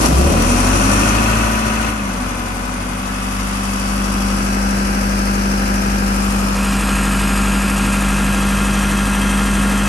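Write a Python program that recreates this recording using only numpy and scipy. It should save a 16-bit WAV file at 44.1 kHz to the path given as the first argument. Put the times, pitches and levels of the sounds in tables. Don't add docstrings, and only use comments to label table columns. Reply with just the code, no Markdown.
import sys
import numpy as np
from scipy import signal
from scipy.fft import rfft, irfft
from scipy.io import wavfile
from scipy.ndimage import uniform_filter1d

SR = 44100
rng = np.random.default_rng(int(sys.argv[2]) if len(sys.argv) > 2 else 0)


def waveform_to_disk(signal):
    frames = np.transpose(np.atleast_2d(signal))
    scaled = np.clip(frames, -1, 1) * 32767
    samples = np.round(scaled).astype(np.int16)
    wavfile.write(sys.argv[1], SR, samples)


N = 435708
TIME = np.arange(N) / SR
CYLINDERS = 4
NARROWS_AT_S = 6.55

# (time [s], speed [firings per s])
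ENGINE_SPEED = [(0.0, 23.43), (0.1, 29.87), (0.4, 41.55), (0.65, 46.82), (1.0, 51.6), (1.35, 54.81),
                (1.93, 54.05), (2.13, 47.19), (2.45, 45.89), (3.3, 48.7), (4.0, 49.33), (5.3, 49.56),
                (7.0, 49.33), (9.7, 49.82)]
# (time [s], load [0 idle, 1 full])
ENGINE_LOAD = [(0.0, 0.96), (0.9, 0.85), (1.3, 0.75), (1.62, 0.42), (1.89, 0.34), (1.95, -0.13),
               (2.2, 0.016), (2.7, -0.12)]
# (time [s], place [0 back, 1 leaning in, 2 close])
MIC_PLACE = [(2.95, 0.048), (4.3, 0.93), (6.05, 0.98), (6.3, 1.3), (6.52, 0.92), (6.6, 1.68), (6.95, 2)]
# (time [s], how far in the way [0-1])
ARM_IN_WAY = [(4.25, 0.1), (4.55, 0.9), (6.05, 1), (6.3, 0)]


def amp(db):
    return 10 ** (np.asarray(db) / 20)


def evened(x):
    return x / np.sqrt(np.mean(x ** 2) + 1e-20)


def curves(rows, t):
    times, *columns = np.transpose(rows)
    return [np.interp(t, times, c) for c in columns]


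def spectra(rows, hz):
    freqs, *columns = np.transpose(rows)
    return [np.interp(np.log(hz + 1), np.log(freqs), c)[:, None] for c in columns]


def at_place(levels, t):
    return np.interp(curves(MIC_PLACE, t)[0], np.arange(len(levels)), levels)


def octaves_over_idle(t):
    return np.log2(curves(ENGINE_SPEED, t)[0] / ENGINE_SPEED[-1][1])


def lifted(modes, hz):
    return sum(db / (1 + (2 * (hz - centre) / width) ** 2) for centre, width, db in modes)


def waver(hz):
    noise = rfft(rng.standard_normal(N))
    return evened(irfft(noise / (1 + (np.fft.rfftfreq(N, 1 / SR) / hz) ** 4), N))


def frames(x):
    return signal.stft(x, SR, nperseg=1024, noverlap=768, scaling="psd")


def unframed(z):
    return signal.istft(z, SR, nperseg=1024, noverlap=768, scaling="psd")[1][:, :N]


def whitened(x):
    z = frames(x)[2]
    return z / np.sqrt(2 * np.mean(abs(z) ** 2, axis=-1, keepdims=True) + 1e-20)


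def blows(crank, moment, cylinder, db, jitter_s, spread_db):
    turns = np.arange(cylinder + moment % 1, crank[-1], CYLINDERS)
    late, size = rng.standard_normal((160, 2))[:len(turns)].T
    times = np.interp(turns, crank, TIME) + jitter_s * late
    samples = np.clip(np.round(times * SR), 0, N - 1).astype(int)
    return np.bincount(samples, amp(db + spread_db * size), N)


def rung(clicks, modes, grit, burst_s, lead_s=0):
    t = np.maximum(np.arange(4096) / SR - np.array([[0], [lead_s]]), 0)
    ring = sum(amp(db - 60 * t / t60) * np.sin(2 * np.pi * hz * t) for hz, db, t60 in modes)
    decay = np.exp(-2 / (burst_s * SR))
    bursts = np.sqrt(signal.lfilter([1 - decay], [1, -decay], clicks ** 2))
    rattle = bursts * rng.standard_normal((2, N))
    return evened(signal.oaconvolve(clicks + grit * rattle, ring, axes=1)[:, :N])


def thumps(crank, level_db=-25, ease_s=0.72, fade_db_per_s=22):
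    cylinder_db = [0.42, -1.5, 0.88, -0.4]
    # (pitch [Hz], level [dB], time to fade 60 dB [s])
    thump_modes = [(169, -4, 0.023), (254, 0, 0.066), (343, -14, 0.1)]
    clicks = sum(blows(crank, .11, cylinder, db, jitter_s=.00016, spread_db=1.5)
                 for cylinder, db in enumerate(cylinder_db))
    growl = rung(clicks, thump_modes, grit=.5, burst_s=.003)[0]
    growl = signal.sosfilt(signal.butter(2, 130, "high", fs=SR, output="sos"), growl)
    return growl * amp(level_db - fade_db_per_s * np.maximum(TIME - ease_s, 0))


def drone(crank, lag_firings=0.739, low_hz=41.7, low_slope=11):
    orders = [1, 2, 3, 4, 5, 5.353, 10.706, 16, 16.059]
    # (back [dB], leaning in [dB], close [dB], added at full load [dB], speed [dB/octave])
    tone_levels = [(-29.5, -22.5, -21.4, 9.5, -8), (-35.5, -35.5, -40, 12, -1),
                   (-47.5, -41.5, -32, 14.5, 5), (-37, -30, -29.5, 3.5, 7), (-47.5, -40.5, -44, 3.5, 3),
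                   (-37.5, -42, -39.5, 9, 12), (-60, -43, -46, 9, 6), (-54, -49.5, -48, 6, 2),
                   (-62, -48, -49, 5, 0)]
    # (pitch [Hz], width [Hz], lift [dB])
    exhaust_modes = [(68.4, 16.2, 11), (159, 14, 5), (177.8, 28, -5.5), (200.9, 37, 11), (233.5, 24, 8),
                     (264.4, 39, 6.5), (299, 30, -11)]
    speed, load = curves(ENGINE_SPEED, TIME)[0], curves(ENGINE_LOAD, TIME)[0]
    out = 0
    for order, (*levels, load_db, speed_db) in zip(orders, tone_levels):
        hz = order * speed
        db = at_place(levels, TIME) + load_db * load + speed_db * octaves_over_idle(TIME)
        db += lifted(exhaust_modes, hz)
        db -= 10 * np.log10(1 + (low_hz / hz) ** (2 * low_slope))
        db += 0.5 * np.sqrt(amp(-20 - db)) * waver(hz=3.7)
        out -= np.sqrt(2) * amp(db) * np.cos(2 * np.pi * order * (crank - lag_firings))
    left_db = np.where(TIME < NARROWS_AT_S, 1.03, 0.27)
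    return out * amp([left_db, -left_db])


def combustion(crank, place_db=(-35, -37, -42), load_db=4, early_firings_per_octave=1.3, left_db=2.7):
    # (moment [firings], level [dB])
    firing_knocks = [(.1, 1), (1.02, -2.5), (1.93, -1.5), (2.92, 1.5), (3.35, -0.5)]
    # (pitch [Hz], level [dB], time to fade 60 dB [s])
    block_modes = [(584, -10, 0.075), (731, -9.5, 0.078), (1025, -9, .025), (1153, -1.5, 0.027),
                   (1286, -1, .02), (1470, -6, 0.022), (1670, -2, 0.022), (2570, -6, 0.03)]
    timing = crank + early_firings_per_octave * np.maximum(octaves_over_idle(TIME), 0)
    clicks = sum(blows(timing, moment, int(moment), db, jitter_s=.00025, spread_db=0.82)
                 for moment, db in firing_knocks)
    ring = rung(clicks, block_modes, grit=1.24, burst_s=.0031, lead_s=.0003)
    db = at_place(place_db, TIME) + load_db * curves(ENGINE_LOAD, TIME)[0]
    return ring * amp(db) * amp([[left_db], [-left_db]])


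def knock(crank, fade_s=0.051, alike=0.4):
    # (moment [share of the gap], level for each of the four cylinders [dB])
    block_blows = [(.05, 0, -1.5, -1, -3), (0.251, -2, -3.5, -3, 0.5), (.46, 0, -1.5, -2.5, 2.5),
                   (.66, -3.5, -0.5, -0.5, -4.5), (.86, -7, -2, 2, -0.5)]
    t = np.arange(2048) / SR
    fade = amp(-60 * t / fade_s)
    out = np.zeros((2, N + len(t)))
    for moment, *levels in block_blows:
        shared = rng.standard_normal((2, len(t)))
        for cylinder, db in enumerate(levels):
            own = rng.standard_normal(shared.shape)
            spectrum = rfft(fade * (np.sqrt(alike) * shared + np.sqrt(1 - alike) * own))
            ring = irfft(spectrum / np.sqrt(uniform_filter1d(abs(spectrum) ** 2, size=15)))
            clicks = blows(crank, moment, cylinder, db, jitter_s=.00003, spread_db=0.57)
            for at in np.flatnonzero(clicks):
                out[:, at:at + len(t)] += clicks[at] * ring
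    return out[:, :N]


def uneven_pull(crank, t, depth_db=1.0, dip_at_cycle=0.84):
    cycles = np.interp(t, TIME, crank) / CYLINDERS
    strain = np.clip(2 * curves(ENGINE_LOAD, t)[0], 0, 1)
    return amp(-depth_db * strain * np.cos(2 * np.pi * (cycles - dip_at_cycle)))


def ticking_hiss(crank, decay_s=0.0052, fan_power=1.2):
    # (moment [share of the gap], level for each of the four cylinders [dB])
    ticks = [(0.25, 4.5, 4.9, 7, -8), (.47, -2.5, 5.2, 0, 2.5), (0.8, -0.5, 2.5, -9, -4)]
    power = sum(blows(crank, moment, cylinder, db, jitter_s=.000097, spread_db=1.5) ** 2
                for moment, *levels in ticks for cylinder, db in enumerate(levels))
    power = signal.lfilter([1], [1, -np.exp(-1 / (decay_s * SR))], power)
    return np.sqrt(power / power.mean() + fan_power) * rng.standard_normal((2, N))


def singing(crank, level_db=-0.55, sway_rad=0.25, throb_depth=0.45):
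    # (rough pitch [times the firing rate], back [dB], leaning in [dB], close [dB])
    overtones = [(4.5, 12, 12, 13.6), (6, 12, 6.84, 10), (7, 9, 16, 7.6), (10, 12, 12.5, 11.7),
                 (11.5, 2, 10, 8.3), (12, 16, 11, 7.2), (13, 15, 5.9, 8), (15, 7, 12, 16),
                 (18.1, 15.5, 4, 5), (19, -2, 6, 11), (20.08, 1, 11, 12.96), (20.25, 0, 14, 14),
                 (20.9, 11, 2, 4), (22.07, 13, 6, 18.6), (23.96, 11, 11, 18.7), (25, -3, 18, 9.5),
                 (25.96, 6, 10, 17), (27.15, 15, 22, 14), (27.9, 2, 9, 25), (30.3, 2, 15, 12),
                 (32, 9, 17, 15), (32.76, 2, 9.7, 24), (34.94, 20, 14, 16.7), (35.9, 4, 6, 16),
                 (37.7, -2, 8, 15.5), (41.8, 8, 14, 15), (51.9, 17, 9.7, 23)]
    db = level_db + np.interp(TIME, [0, .7], [-10, 0])
    out = np.zeros((2, N))
    for multiple, *levels in overtones:
        order = round(multiple * CYLINDERS) / CYLINDERS
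        sway = np.interp(TIME, np.linspace(0, TIME[-1], 200), rng.standard_normal(200))
        throb = 1 + throb_depth * np.cos(2 * np.pi * (crank / CYLINDERS + rng.random()))
        phase = 2 * np.pi * (order * crank + rng.random()) + sway_rad * sway
        out += amp(at_place(levels, TIME)) * throb * np.array([np.cos(phase), np.sin(phase)])
    return np.sqrt(2) * amp(db) * out


def effort(hz, t):
    # (pitch [Hz], back [dB], leaning in [dB], close [dB], added at full load [dB], speed [dB/octave])
    bands = [(533, -5.5, 1, -0.8, 10, -2), (1130, -6, 0.5, 0, 7, 1.5), (2720, -6, 0, 2, 8, 5),
             (4530, -7.5, 0.5, 1.64, 10, -0.5)]
    # (time
    # [s], length [s], rumble [dB], knock [dB], ring [dB], hiss [dB])
    jolts = [(0.042, 0.076, 3, 6, 8.5, 5), (0.29, 0.27, 2.5, -1, -0.5, -1), (2.212, .06, -2, 1, -0.5, -1),
             (3.6, 1.1, -2.5, -0.2, 1, 1.5)]
    load, octaves = curves(ENGINE_LOAD, t)[0], octaves_over_idle(t)
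    band_db = np.array([at_place(levels, t) + load_db * load + speed_db * octaves
                        for _, *levels, load_db, speed_db in bands])
    band_db += sum(np.outer(db, np.exp(-(2 * (t - at) / length) ** 2)) for at, length, *db in jolts)
    shares = spectra(np.c_[[row[0] for row in bands], np.eye(len(bands))], hz)
    return amp(sum(share * db for share, db in zip(shares, band_db)))


def colour(hz, t):
    # (pitch [Hz], level [dB per Hz])
    back = [(30, -52), (70, -55), (130, -51), (260, -48.5), (400, -55.5), (750, -56), (1300, -54.5),
            (2000, -58.5), (2700, -60.5), (3700, -67), (6000, -70.5), (8000, -68.5), (11000, -66.5),
            (13000, -87)]
    leaning = [(30, -46), (70, -60), (130, -53.5), (260, -51.5), (400, -57), (750, -55.5), (1300, -56.5),
               (2000, -62), (2700, -64.5), (3700, -70.5), (6000, -70.5), (8000, -70.5), (11000, -68),
               (13000, -85)]
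    close = [(30, -60), (70, -52), (130, -51.5), (260, -48.5), (400, -55.5), (750, -57), (1300, -57),
             (2000, -63.5), (2700, -65), (3700, -70.5), (6000, -71), (8000, -69.5), (11000, -64.5),
             (13000, -86.5)]
    # (pitch [Hz], width [Hz], lift [dB])
    back_modes = [(367, 36, -2.5), (568, 40, 7.5), (750, 49, 8.5), (886, 77, -1.5), (994, 54, 8),
                  (1170, 180, 6.5), (1480, 77, 4.5), (1650, 110, -8), (2530, 85, 5), (5760, 1070, 5.5),
                  (6830, 130, 5), (10450, 610, 7)]
    leaning_modes = [(504, 110, 0.5), (1170, 150, 4.5), (1320, 90, 3), (2500, 250, 5), (5200, 480, 3.5),
                     (5710, 210, 6.5), (8360, 88, 0)]
    close_modes = [(1240, 77, 3.1), (1870, 260, 3.3), (2120, 41, 3), (2510, 220, 5.2), (3060, 380, 3.7),
                   (7150, 100, 2.5), (8200, 430, 4.5)]
    # (pitch [Hz], width [Hz], lift [dB])
    panel_modes = [(2650, 91, 2), (2880, 63, 4), (3230, 52, 5), (4500, 80, 3.5), (4860, 33, 8),
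                   (5110, 53, 8), (5740, 91, 4.5), (6110, 64, 8), (6970, 100, 6), (8510, 63, 8)]
    place, power = curves(MIC_PLACE, t)[0], 0
    views = [(back, back_modes), (leaning, leaning_modes), (close, close_modes)]
    for k, (body, modes) in enumerate(views):
        db = spectra(body, hz)[0] + lifted(modes + panel_modes, hz)[:, None]
        power += amp(db) ** 2 * np.maximum(0, 1 - abs(place - k))
    return np.sqrt(power)


def ripple(hz, t, depth_db=2.5):
    smoothing = np.outer(np.ones(2), np.hanning(601))
    field = evened(signal.oaconvolve(rng.standard_normal((len(hz), len(t))), smoothing, "same"))
    return amp(depth_db * field * spectra([(1200, 0), (2500, 1)], hz)[0])


def microphone_ports(z, hz, t, lead_s=.00048):
    # (pitch [Hz], likeness in the open [0-1], beside the arm [0-1], left over right [dB])
    wide_image = [(150, 0.98, 0.95, -1.5), (300, 0.7, 0.72, -1.5), (573, 0.22, 0.19, 4.5),
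                  (1170, 0.18, 0.87, 3.5), (1660, 0, 0.14, 1.5), (2520, 0.12, 0.11, 2),
                  (4500, 0.06, 0.3, 5), (6500, 0, 0.13, 10.5), (8540, 0, 0.086, 1.5), (8830, 0.87, 0.22, 2),
                  (9350, 1, .995, -1)]
    # (pitch [Hz], likeness [0-1], left over right [dB])
    narrow_image = [(202, 0.94, -1), (600, 0.89, 3), (1100, 0.78, 4.5), (1500, 0.65, 2.5), (2230, .999, -1),
                    (3140, 0.98, 0), (3800, 1, -1)]
    wide, arm = t < NARROWS_AT_S, curves(ARM_IN_WAY, t)[0]
    in_open, by_arm, wide_db = spectra(wide_image, hz)
    narrow, narrow_db = spectra(narrow_image, hz)
    likeness = np.clip(np.where(wide, in_open + (by_arm - in_open) * arm, narrow), 0, 1)
    tilt = amp(np.where(wide, wide_db, narrow_db))
    delayed_band = spectra([(300, 0), (650, 1)], hz)[0] * (hz < 8400)[:, None]
    lag = 2 * np.pi * hz[:, None] * lead_s * delayed_band * wide
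    lag -= 0.076 * np.sin(2 * lag)
    right = likeness * np.exp(-1j * lag) * z[0] + np.sqrt(1 - likeness ** 2) * z[1]
    return np.array([tilt * z[0], right]) * np.sqrt(2 / (1 + tilt ** 2))


def clatter(crank, knock_db=-0.97, low_hz=48, boom_hz=69, boom_db=-4):
    # (pitch [Hz], share [0-1])
    ringing_share = [(110, 0.18), (250, 0.64), (700, 0.61), (1400, 0.74), (2600, 0.6), (4000, 0.41),
                     (6000, 0.086)]
    hz, t, _ = frames(TIME)
    share = spectra(ringing_share, hz)[0]
    high = spectra([(4000, 0), (8000, 1)], hz)[0]
    dull_ticks = np.sqrt(1 - high) * whitened(ticking_hiss(crank))
    bright_ticks = np.sqrt(high) * whitened(ticking_hiss(crank))
    knocks = amp(knock_db) * whitened(knock(crank)) * uneven_pull(crank, t)
    noise = np.sqrt(share) * knocks + np.sqrt(1 - share) * (dull_ticks + bright_ticks)
    source = noise * ripple(hz, t) + frames(singing(crank))[2]
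    gain = effort(hz, t) * colour(hz, t) * starter_rasp(hz, t) * reaching_arm(hz, t)
    x = unframed(microphone_ports(source * gain, hz, t))
    boom = signal.lfilter(*signal.iirpeak(boom_hz, Q=2.1, fs=SR), x)
    return signal.sosfilt(signal.butter(3, low_hz, "high", fs=SR, output="sos"), x + amp(boom_db) * boom)


def shudders():
    # (time [s], length [s], pitch [Hz], level [dB])
    hums = [(.245, 0.14, 346, -22.5), (0.296, 0.067, 559, -23), (.505, .08, 239, -14.5),
            (0.755, 0.092, 343, -26.5), (2.216, 0.052, 250, -25)]
    out = 0
    for at, length, hz, db in hums:
        swell = np.exp(-(2 * (TIME - at) / length) ** 2)
        out += np.sqrt(2) * amp(db) * swell * np.sin(2 * np.pi * hz * (TIME - at))
    return out


def starter_rasp(hz, t, edge_s=.04):
    # (start [s], end [s])
    span = (0.44, 1.12)
    # (pitch [Hz], width [Hz], lift [dB])
    starter_modes = [(5530, 430, 2.5), (6200, 300, 4), (7070, 220, 6), (9300, 1100, 5)]
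    engaged = np.clip(np.minimum(t - span[0], span[1] - t) / edge_s + .5, 0, 1)
    return amp(np.outer(lifted(starter_modes, hz), engaged))


def clanks(crank, load_db=10, in_bay_db=-11, rise_s=0.0013, fade_in_firings_per_s=2.9):
    covers = [(.6, 1460, 0.4, -12, .012, 46, 0.00043), (3.2, 2590, 0.4, -13, .0055, 49, 0.00045),
              (2.38, 930, 0.6, -20, .005, 44, 0.0003), (1.68, 1200, .7, -20, 0.005, 43, 0.00028),
              (2.7, 1400, .7, -19, 0.005, 44, 0.00028), (3.25, 950, 0.68, -20, .006, 44, .00026),
              (3.68, 1280, 0.6, -16.5, 0.0045, 46, 0.0003)]
    speed, load = curves(ENGINE_SPEED, TIME)[0], curves(ENGINE_LOAD, TIME)[0]
    t, out = np.arange(4096) / SR, 0
    for moment, hz, grit, db, decay_s, start_speed, lead_s in covers:
        clicks = blows(crank, moment, int(moment), db, jitter_s=.00003, spread_db=1.44)
        clicks = clicks * np.clip((speed - start_speed) / fade_in_firings_per_s, 0, 1)
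        swell = (1 - np.exp(-t / rise_s)) * np.exp(-t / decay_s)
        swell /= swell.max()
        tone = swell * np.sin(2 * np.pi * hz * np.array([t, t - lead_s]))
        ring = signal.oaconvolve(clicks[None], tone, axes=1)[:, :N]
        noise = evened(signal.lfilter(*signal.iirpeak(hz, Q=6, fs=SR), rng.standard_normal((2, N))))
        rattle = noise * signal.oaconvolve(clicks, swell)[:N]
        out += (ring + grit * rattle) / np.sqrt(1 + 2 * grit ** 2)
    return out * amp(load_db * (load - 1.08) + at_place([0, in_bay_db, in_bay_db], TIME))


def valve_taps(crank, place_db=(-70, -48, -31), stereo_width=0.21, left_db=1):
    # (moment [firings], level [dB])
    taps = [(.17, -3.5), (1.05, -3.5), (2.05, 0.5), (2.45, -5.5), (3.07, 0.5)]
    # (pitch [Hz], level [dB], time to fade 60 dB [s])
    cover_modes = [(1000, -1, 0.018), (1208, -1.5, .03), (1333, -2, .04), (1651, -3.5, 0.054),
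                   (1754, -5, .05), (2590, -3, 0.032), (3120, -12, 0.045), (3300, -16, .04)]
    clicks = sum(blows(crank, moment, int(moment), db, jitter_s=.00004, spread_db=.6)
                 for moment, db in taps)
    left, right = rung(clicks, cover_modes, grit=0.57, burst_s=.0025)
    pair = np.array([left, left + stereo_width * (right - left)]) * amp([[left_db], [-left_db]])
    return pair * amp(at_place(place_db, TIME))


def reaching_arm(hz, t):
    # (pitch [Hz], width [Hz], lift [dB])
    arm_modes = [(1110, 115, -5), (1660, 140, 6), (2020, 80, 5), (3300, 350, -3.5)]
    return amp(np.outer(lifted(arm_modes, hz), curves(ARM_IN_WAY, t)[0]))


def scene():
    crank = np.cumsum(curves(ENGINE_SPEED, TIME)[0]) / SR
    return (drone(crank) + clatter(crank) + clanks(crank) + thumps(crank)
            + combustion(crank) + valve_taps(crank) + shudders())


def record(dry, ceiling=.92, top_hz=13000):
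    turn = np.interp(np.fft.rfftfreq(N, 1 / SR), [8700, 9850, 10350, 11850], [0, .44, .53, 1])
    right = irfft(rfft(dry[1]) * np.exp(-2j * np.pi * turn), N)
    x = np.array([dry[0], right])
    rounded = x / (1 + (x / ceiling) ** 8) ** (1 / 8)
    lowpass = signal.firwin(511, top_hz, window=("kaiser", 9), fs=SR)
    return signal.oaconvolve(rounded, lowpass[None], "same")


dry = scene()
out = record(dry)
waveform_to_disk(out)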